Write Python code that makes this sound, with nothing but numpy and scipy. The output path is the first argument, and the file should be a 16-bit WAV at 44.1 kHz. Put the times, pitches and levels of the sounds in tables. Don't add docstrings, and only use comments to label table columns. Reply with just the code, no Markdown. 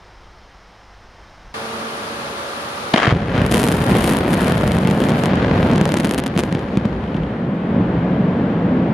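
import sys
import numpy as np
from scipy import signal
from scipy.fft import rfft, irfft
from scipy.io import wavfile
from scipy.ndimage import uniform_filter1d, minimum_filter1d

SR = 44100
rng = np.random.default_rng(int(sys.argv[2]) if len(sys.argv) > 2 else 0)


def to_wav(s):
    ch = np.atleast_2d(s).T
    pcm = np.round(np.clip(ch, -1, 1) * 32767)
    wavfile.write(sys.argv[1], SR, pcm.astype(np.int16))


N = 393813
T = np.arange(N) / SR
SITE_S = 1.54


def undb(db):
    return 10 ** (np.asarray(db) / 20)


def unit(x):
    return x / np.sqrt(np.mean(x ** 2))


def curve(points):
    return np.interp(T, *np.transpose(points))


def response(points, size=4096):
    hz, db = np.transpose(points)
    bins = np.maximum(np.arange(size // 2 + 1) * SR / size, 1)
    magnitude = undb(np.interp(np.log(bins), np.log(hz), db))
    cepstrum = irfft(np.log(magnitude))
    cepstrum[1:size // 2] *= 2
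    cepstrum[size // 2 + 1:] = 0
    return irfft(np.exp(rfft(cepstrum)))


def colour(x, points):
    return signal.oaconvolve(x, response(points))[:N]


def band(x, lo_hz, hi_hz, order=3):
    sos = signal.butter(order, [lo_hz, min(hi_hz, .45 * SR)], "band", fs=SR, output="sos")
    return signal.sosfiltfilt(sos, x, padtype="even", padlen=SR // 2)


def resonance(x, hz, width_hz):
    return signal.lfilter(*signal.iirpeak(hz, hz / width_hz, fs=SR), x)


def smear(x, hz):
    pole = np.exp(-2 * np.pi * hz / SR)
    return signal.lfilter([-pole, 1], [1, -pole], x)


def walk(per_s):
    k = int(SR / per_s)
    steps = np.repeat(rng.standard_normal(N // k + 1), k)
    return unit(uniform_filter1d(uniform_filter1d(steps, k), k)[:N])


def impulses(events):
    times, db = np.transpose(events)
    spikes = np.zeros(N)
    arrivals = np.round(times * SR).astype(int) + rng.integers(-3, 4, len(times))
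    np.add.at(spikes, arrivals, undb(db))
    return spikes


def debris(per_s, spread_db):
    happens = rng.random(N) < per_s / SR
    return happens * undb(spread_db * np.minimum(rng.exponential(size=N), 3.5))


def shocks(spikes, spectrum):
    return smear(colour(spikes, spectrum), hz=2220) / np.abs(response(spectrum)).max()


def scatter(spikes, t60_s):
    keep = np.exp(-2 * np.log(1000) / (t60_s * SR))
    power = signal.lfilter([1 - keep], [1, -keep], spikes ** 2 + 1e-18)
    return np.sqrt(power) * rng.standard_normal(N)


def stereo(mid, other, width, lean):
    side = colour(other, width)
    left = colour(mid + side, [(hz, db / 2) for hz, db in lean])
    right = colour(mid - side, [(hz, -db / 2) for hz, db in lean])
    return np.array([left, right])


def air(spectrum, db, flutter_db):
    return unit(colour(rng.standard_normal(N), spectrum)) * undb(db + flutter_db * walk(4.4))


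def hum(hz, db, drift, waver_db):
    phase = 2 * np.pi * np.cumsum(hz * (1 + drift * walk(14))) / SR
    return np.sqrt(2) * np.sin(phase) * undb(db + waver_db * walk(9.65))


# f/Hz, level/dB
FIELD_AIR = [(15, -10), (42, -2), (70, -8), (125, -19), (175, -15), (230, -22), (500, -19.5), (850, -16.5),
             (2100, -24), (2500, -29), (4150, -31.5), (4650, -34), (5150, -29.5), (7400, -45.5),
             (14000, -61)]
FIELD_WIDTH = [(60, -39), (300, -34), (1000, -47), (8000, -29)]
MAINS_TONES = [(49.5, -50), (100, -59), (360.5, -68), (721.5, -66), (3133, -71)]
def field():
    tones = sum(hum(hz, db, drift=.004, waver_db=2.5) for hz, db in MAINS_TONES)
    whine = undb(-82) * unit(band(rng.standard_normal(N), 8400, 8650))
    mid, other = (air(FIELD_AIR, db=-44, flutter_db=.4) for _ in range(2))
    side = colour(other, FIELD_WIDTH)
    gusts = unit(undb(4.5 * walk(per_s=7.4)))
    buffets = band(mid, 20, 110) * (gusts - 1)
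    return np.array([mid + side, mid - side]) + buffets + tones + whine


# f/Hz, level/dB
SITE_AIR = [(21, -67), (35, -25.5), (81, -7.5), (182, -7), (217, -2), (280, -5.5), (453, -3), (1020, -6.5),
            (1160, -5.5), (2020, -14.5), (4220, -20.5), (7760, -29), (10300, -25), (13900, -41.5),
            (15000, -91)]
SITE_WIDTH = [(100, -24.5), (300, -20), (700, -3), (1300, 3), (8000, 1), (15000, -9)]
SITE_BALANCE = [(700, 0), (1300, -5.5), (2400, 4.5), (4400, 10.5), (8000, 0.5)]
# f/Hz, level/dB, slope over the first two seconds at the site/(dB/s)
MACHINE_TONES = [(225.5, -36.5, -12), (452, -34.3, -15), (567, -40, 0), (1181, -44.5, -1), (1364, -50, 0),
                 (1672, -53, -2)]
def site():
    since_s = np.clip(T - SITE_S, 0, 2)
    tones = sum(hum(hz, db + slope * since_s, drift=.0025, waver_db=1.5)
                for hz, db, slope in MACHINE_TONES)
    mid, other = (air(SITE_AIR, db=-30, flutter_db=0) for _ in range(2))
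    return stereo(mid, other, SITE_WIDTH, SITE_BALANCE) + tones


# t/s, level/dB
FRAGMENT_HITS = [(7.0385, -32), (7.0765, -35), (7.145, -27.5), (7.1672, -26), (7.234, -30.5)]
# f/Hz, level/dB
FRAGMENT_SPECTRUM = [(300, -20), (2000, -6), (3100, 11), (4200, -7), (6500, -18), (10000, -24),
                     (14000, -41)]
def fragments():
    spikes = impulses(FRAGMENT_HITS)
    return shocks(spikes + undb(-1) * scatter(spikes, t60_s=.022), FRAGMENT_SPECTRUM)


# t/s, level/dB
CHARGE_ARRIVALS = [(2.96, -5.5), (2.974, -8.5), (2.9793, -7.5), (2.989, -16), (2.999, -8.5), (3.009, -22),
                   (3.015, -16.5), (3.021, -10.5), (3.030, -9), (3.037, -12.5), (3.046, -12.5),
                   (3.0542, -10), (3.068, -12), (3.0711, -16), (3.081, -17), (3.090, -15), (3.099, -16),
                   (3.106, -15), (3.1123, -18), (3.1155, -28)]
CHARGE_STRIDENCY = [(2.95, -2), (3.0, 2.5), (3.05, 4), (3.09, 3.5)]
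# f/Hz, level/dB
CHARGE_SPECTRUM = [(30, -22), (130, -9), (280, 3), (400, -2), (560, -1.5), (670, 1.5), (800, -3),
                   (1150, -1.5), (1400, -7), (1700, -4.5), (2300, -9.5), (2700, -11.5), (3180, -11),
                   (3450, -17), (4000, -17.5), (5000, -24), (10000, -40.5), (15000, -82)]
def ripple(bang_s):
    opening = [(bang_s - .00355, -8), (bang_s, -2)]
    charges = impulses(opening) + impulses(CHARGE_ARRIVALS)
    age = T[:SR // 10]
    rise_s, decay_s, tail_s = .001, .0024, .02
    sheaf = (1 - np.exp(-age / rise_s)) * (np.exp(-age / decay_s) + .059 * np.exp(-age / tail_s))
    envelope = signal.oaconvolve(charges, sheaf)[:N] * undb(3.5)
    envelope /= np.linalg.norm(response(CHARGE_SPECTRUM))
    mid, side = (colour(envelope * rng.standard_normal(N), CHARGE_SPECTRUM) for _ in range(2))
    return mid + band(mid, 1130, 2300) * (undb(curve(CHARGE_STRIDENCY)) - 1), side


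# t/s, level/dB
BANG_ARRIVALS = [(2.9395, 9.5)]
BOOM_ARRIVALS = [(3.077, -0.5), (3.125, -1)]
# f/Hz, level/dB
BANG_SPECTRUM = [(30, -44), (90, -13), (220, 12), (450, -10), (660, 10.5), (1250, -21), (3000, -3),
                 (4300, -5), (6000, -53), (11000, -56), (15000, -63)]
BOOM_SPECTRUM = [(25, -17), (60, -11), (125, 5.5), (220, -10), (550, -12), (1200, -30), (3000, -37),
                 (14000, -76)]
def blast():
    bang, booms = impulses(BANG_ARRIVALS), impulses(BOOM_ARRIVALS)
    mid, side = ripple(bang_s=BANG_ARRIVALS[0][0])
    direct = shocks(bang, BANG_SPECTRUM) + shocks(booms, BOOM_SPECTRUM)
    scattered = undb(-26) * shocks(scatter(bang, t60_s=.01), BANG_SPECTRUM)
    return mid - direct, side + scattered


# t/s, indirect share (0 to 1)
INDIRECT_SHARE = [(6.5, 0), (7.4, 1)]
def direct_share():
    return 1 - curve(INDIRECT_SHARE)


# t/s, level/dB
CRACKLE_LEVEL = [(3.25, -61), (3.49, -46), (3.53, -32.5), (3.7, -35.5), (3.8, -36), (4.1, -34.5),
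                 (4.26, -42), (4.38, -37.5), (4.8, -44), (5.25, -42.5), (5.4, -61), (5.62, -43.5),
                 (5.8, -48), (6.1, -44), (6.3, -67), (6.4, -43), (6.5, -58), (7.4, -67)]
def crackle_gain():
    return undb(np.interp(T, *np.transpose(CRACKLE_LEVEL), left=-np.inf))


# t/s, level/dB
CRACK_ARRIVALS = [(3.38, -17.5), (3.418, -14), (3.4641, -8), (3.5134, -7), (3.5174, -5), (3.5236, -4),
                  (3.54, -4), (3.5441, 0), (3.552, -10), (3.5586, -8.0), (3.5626, -10.0), (3.5707, -6),
                  (3.58, -5), (3.5984, -6), (3.6059, -9.5), (3.6135, -12), (3.618, -9.0), (3.6315, -6.0),
                  (3.6396, -2.5), (3.646, -10), (3.6667, -9.5), (3.6759, -6.5), (3.686, -3.5), (3.7174, -7),
                  (3.724, -5.5), (3.747, -14), (3.9197, -13), (3.9689, -8.5), (3.9849, -11), (4.0083, -9),
                  (4.0398, -8.5), (4.0433, -4.5), (4.0765, -6), (4.0805, -11), (4.094, -6.5), (4.1, -8),
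                  (4.1108, -15), (4.122, -16), (4.1241, -8.5), (4.1354, -7.5), (4.1691, -7), (4.1873, -9.5),
                  (4.3288, -12), (4.333, -8), (4.3392, -7.5), (4.3446, -9), (4.3775, -13), (4.408, -10.0),
                  (4.445, -10), (4.465, -13), (4.472, -10), (4.482, -7.5), (4.4975, -10.0), (4.5219, -8.5),
                  (4.5795, -10), (4.6772, -7.5), (4.719, -7), (4.7691, -13), (4.786, -10), (4.874, -7),
                  (4.902, -12), (4.9113, -7.5), (5.0035, -9), (5.0393, -8.5), (5.0872, -10), (5.0939, -8.5),
                  (5.105, -12.0), (5.12, -16), (5.2371, -6), (5.243, -17), (5.258, -4.5), (5.3562, -13.0),
                  (5.7148, -10.5), (5.7352, -11), (5.7593, -8), (5.7802, -8), (5.8126, -4.0), (5.855, -3.5),
                  (5.8773, -12.5), (5.8915, -8.5), (5.9204, -6), (5.9413, -3.5), (5.9434, -16),
                  (5.968, -10), (5.971, -5), (5.9745, -9), (5.9863, -10.0), (6.001, -6.5), (6.0067, -10),
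                  (6.034, -15), (6.0463, -6.5), (6.051, -6), (6.0576, -10), (6.0719, -10), (6.0935, -9.5),
                  (6.1111, -4), (6.1242, -14), (6.1377, -8.5), (6.1456, -7.5), (6.1791, -8), (6.1831, -6.5),
                  (6.1869, -8), (6.1943, -10.0), (6.2003, -9.5), (6.2385, -10), (6.2633, -7.5),
                  (6.2675, -8.5), (6.2786, -12.5), (6.3767, -4), (6.3854, -9), (6.3915, -3), (6.3968, -7.5),
                  (6.4001, -10.5), (6.4053, -9), (6.4363, -8), (6.5261, -10), (6.5489, -13.5),
                  (6.5929, -15.5), (6.7729, -10), (6.855, -14.5)]
CRACK_BRIGHTNESS = [(3.5, 0.5), (4.2, 3.5), (5.7, -13), (6.15, 0.5), (6.8, -17)]
# f/Hz, level/dB
CRACK_SPECTRUM = [(30, -58), (60, -36), (120, -8), (200, 1.5), (330, -2), (520, -8.5), (1100, -17.5),
                  (3000, -20.5), (4200, -26), (5500, -29.5), (8000, -29.5), (10500, -26), (14000, -43),
                  (16000, -61)]
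def cracks():
    stray_gain = undb(2) * direct_share() * np.sqrt(crackle_gain())
    fronts = impulses(CRACK_ARRIVALS) + stray_gain * debris(per_s=110, spread_db=1.5)
    steep = fronts * np.sqrt(np.minimum(fronts / undb(-6.5), 1))
    rounded = band(shocks(fronts - steep, CRACK_SPECTRUM), 20, 2500, order=2)
    sharp = shocks(steep + undb(-18) * scatter(steep, t60_s=.02), CRACK_SPECTRUM)
    sharp += band(sharp, 8400, 18000) * (undb(curve(CRACK_BRIGHTNESS)) - 1)
    side = undb(-.5) * shocks(scatter(steep, t60_s=.0038), CRACK_SPECTRUM)
    return undb(2.5) * sharp + undb(.5) * rounded, side


# t/s, level/dB
SLAB_HITS = [(3.15, -11), (3.353, -11), (3.379, -4), (3.417, -8), (3.816, -6), (3.914, -4.5), (3.943, -8),
             (4.522, -9.5), (4.768, -9), (4.85, -8), (4.872, -9), (4.882, -7.5), (5.02, -8.5),
             (5.119, -6.5), (5.629, -3.5), (5.726, -11), (5.8125, -8), (6.364, -9), (6.3914, -10.5),
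             (6.551, -7), (6.756, -13), (6.772, -3.5), (6.853, -5), (7.149, -8), (7.202, -8.5), (7.49, -11),
             (7.764, -8)]
# f/Hz, level/dB
SLAB_SPECTRUM = [(30, -56.5), (70, -0.5), (170, 10), (300, -2.5), (600, -13.5), (1200, -19), (3000, -23.5),
                 (6000, -40.5), (14000, -66)]
def thuds():
    spikes = impulses(SLAB_HITS)
    pulses = shocks(spikes + undb(-7.5) * scatter(spikes, t60_s=.062), SLAB_SPECTRUM)
    clear = direct_share() ** 2
    return clear * pulses + (1 - clear) * band(pulses, 20, 800, order=2)


# f/Hz, level/dB
CRACKLE_SPECTRUM = [(1000, -45), (2000, -35), (3100, -0.5), (4300, 3.5), (6000, 1), (8000, 4.5),
                    (10500, 6.5), (13500, -2.5), (15500, -13)]
def crackle(blows):
    splinters = unit(debris(per_s=4400, spread_db=1.5))
    fronts = band(colour(unit(blows ** 2) + splinters, CRACKLE_SPECTRUM), 800, 18000)
    clumps = undb(2 * walk(per_s=36))
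    return undb(-4.5) * direct_share() * crackle_gain() * unit(fronts * clumps)


# t/s, level/dB
SHUDDER_LEVEL = [(3.04, -74.5), (3.12, -21.5), (3.4, -25.5), (3.6, -23.5), (3.95, -22.5), (4.2, -28),
                 (4.65, -22), (4.95, -31.5), (5.3, -27.5), (5.58, -20.5), (5.85, -30), (6.25, -31.5),
                 (7.25, -27.5), (7.5, -50), (7.8, -24.5), (8.4, -38.5), (8.93, -41.5)]
def shudder():
    return unit(band(rng.standard_normal(N), 46, 161)) * undb(curve(SHUDDER_LEVEL))


# t/s, level/dB, relative level of small debris/dB
FALL_LEVELS = [(3.14, -24, 2), (3.29, -25, 4), (3.38, -21, 6.5), (3.48, -21.5, 4), (3.54, -18.5, 1.5),
               (3.84, -19.5, 2.5), (3.92, -14.5, 0.5), (4.04, -20.5, 5), (4.29, -16.5, -1),
               (4.48, -18.5, 4), (4.77, -19.5, -0.5), (5.02, -15, -3.5), (5.2, -17.5, 0.5),
               (5.62, -14.5, -2.5), (6.25, -23.5, -1), (7.0, -22, -4), (7.33, -23, -2.5),
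               (7.48, -19.5, -7.5), (7.62, -21.5, -4), (7.76, -14, -10.5), (7.92, -17, -6.5),
               (8.93, -15, -8.5)]
# f/Hz, level/dB
ROAR_SPECTRUM = [(25, -43.5), (58, -21), (100, -11), (178, 0.5), (275, -5.5), (350, -10.5), (450, -10),
                 (560, -9.5), (1200, -23.5), (1600, -23), (3100, -33.5), (4300, -41), (5700, -49),
                 (8000, -57), (10500, -56), (14000, -83)]
INDIRECT_LOSS = [(2000, -0.5), (3500, -3), (5500, -8), (12000, -10)]
def roar():
    times, *columns = np.transpose(FALL_LEVELS)
    fall_db, small_db = (np.interp(T, times, column) for column in columns)
    direct = direct_share()
    blows = debris(per_s=1900, spread_db=4)
    diffuse = colour(rng.standard_normal(N), INDIRECT_LOSS)
    grain = np.sqrt(direct) * unit(blows - blows.mean()) + np.sqrt(1 - direct) * diffuse
    body = colour(grain, ROAR_SPECTRUM)
    slabs = undb(fall_db - .8) * unit(band(body, 22, 362))
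    chunks = undb(fall_db - 6.5 + .55 * small_db) * unit(band(body, 343, 1227))
    rubble = undb(fall_db - 13.5 + small_db) * unit(band(body, 1110, 12000))
    fall = smear(slabs + chunks + rubble + crackle(blows), hz=1500)
    return (fall + shudder()) * np.interp(T, [3.04, 3.13], [0, 1])


# f/Hz, level/dB
TOWER_WIDTH = [(200, -45), (380, -29.5), (700, -9.5), (1300, -2), (2400, -6), (4400, -1.5), (8000, -4),
               (15000, -12)]
TOWER_BALANCE = [(380, 0), (1300, 2.5), (4400, 3), (10000, 1.5)]
def tower():
    blast_mid, blast_side = blast()
    crack_mid, crack_side = cracks()
    mid = blast_mid + crack_mid + thuds() + fragments() + roar()
    side = blast_side + crack_side + roar()
    ears = stereo(mid, side, TOWER_WIDTH, TOWER_BALANCE)
    return ears + undb(-10) * resonance(ears, hz=3140, width_hz=120)


def scene():
    at_site = np.clip((T - SITE_S) / .0012, 0, 1)
    duck_db = np.interp(T, [2.94, 3.12, 6.5], [0, -17, -30])
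    return tower() + (1 - at_site) * field() + at_site * undb(duck_db) * site()


def limiter(x, size=12):
    gain = 1 / np.maximum(np.abs(x).max(axis=0), 1)
    return x * uniform_filter1d(minimum_filter1d(gain, size), size)


def record(dry):
    held = limiter(dry - .8 * resonance(dry, hz=7870, width_hz=240))
    return signal.sosfilt(signal.ellip(8, .2, 70, 16000, fs=SR, output="sos"), held)


dry = scene()
out = record(dry)
to_wav(out)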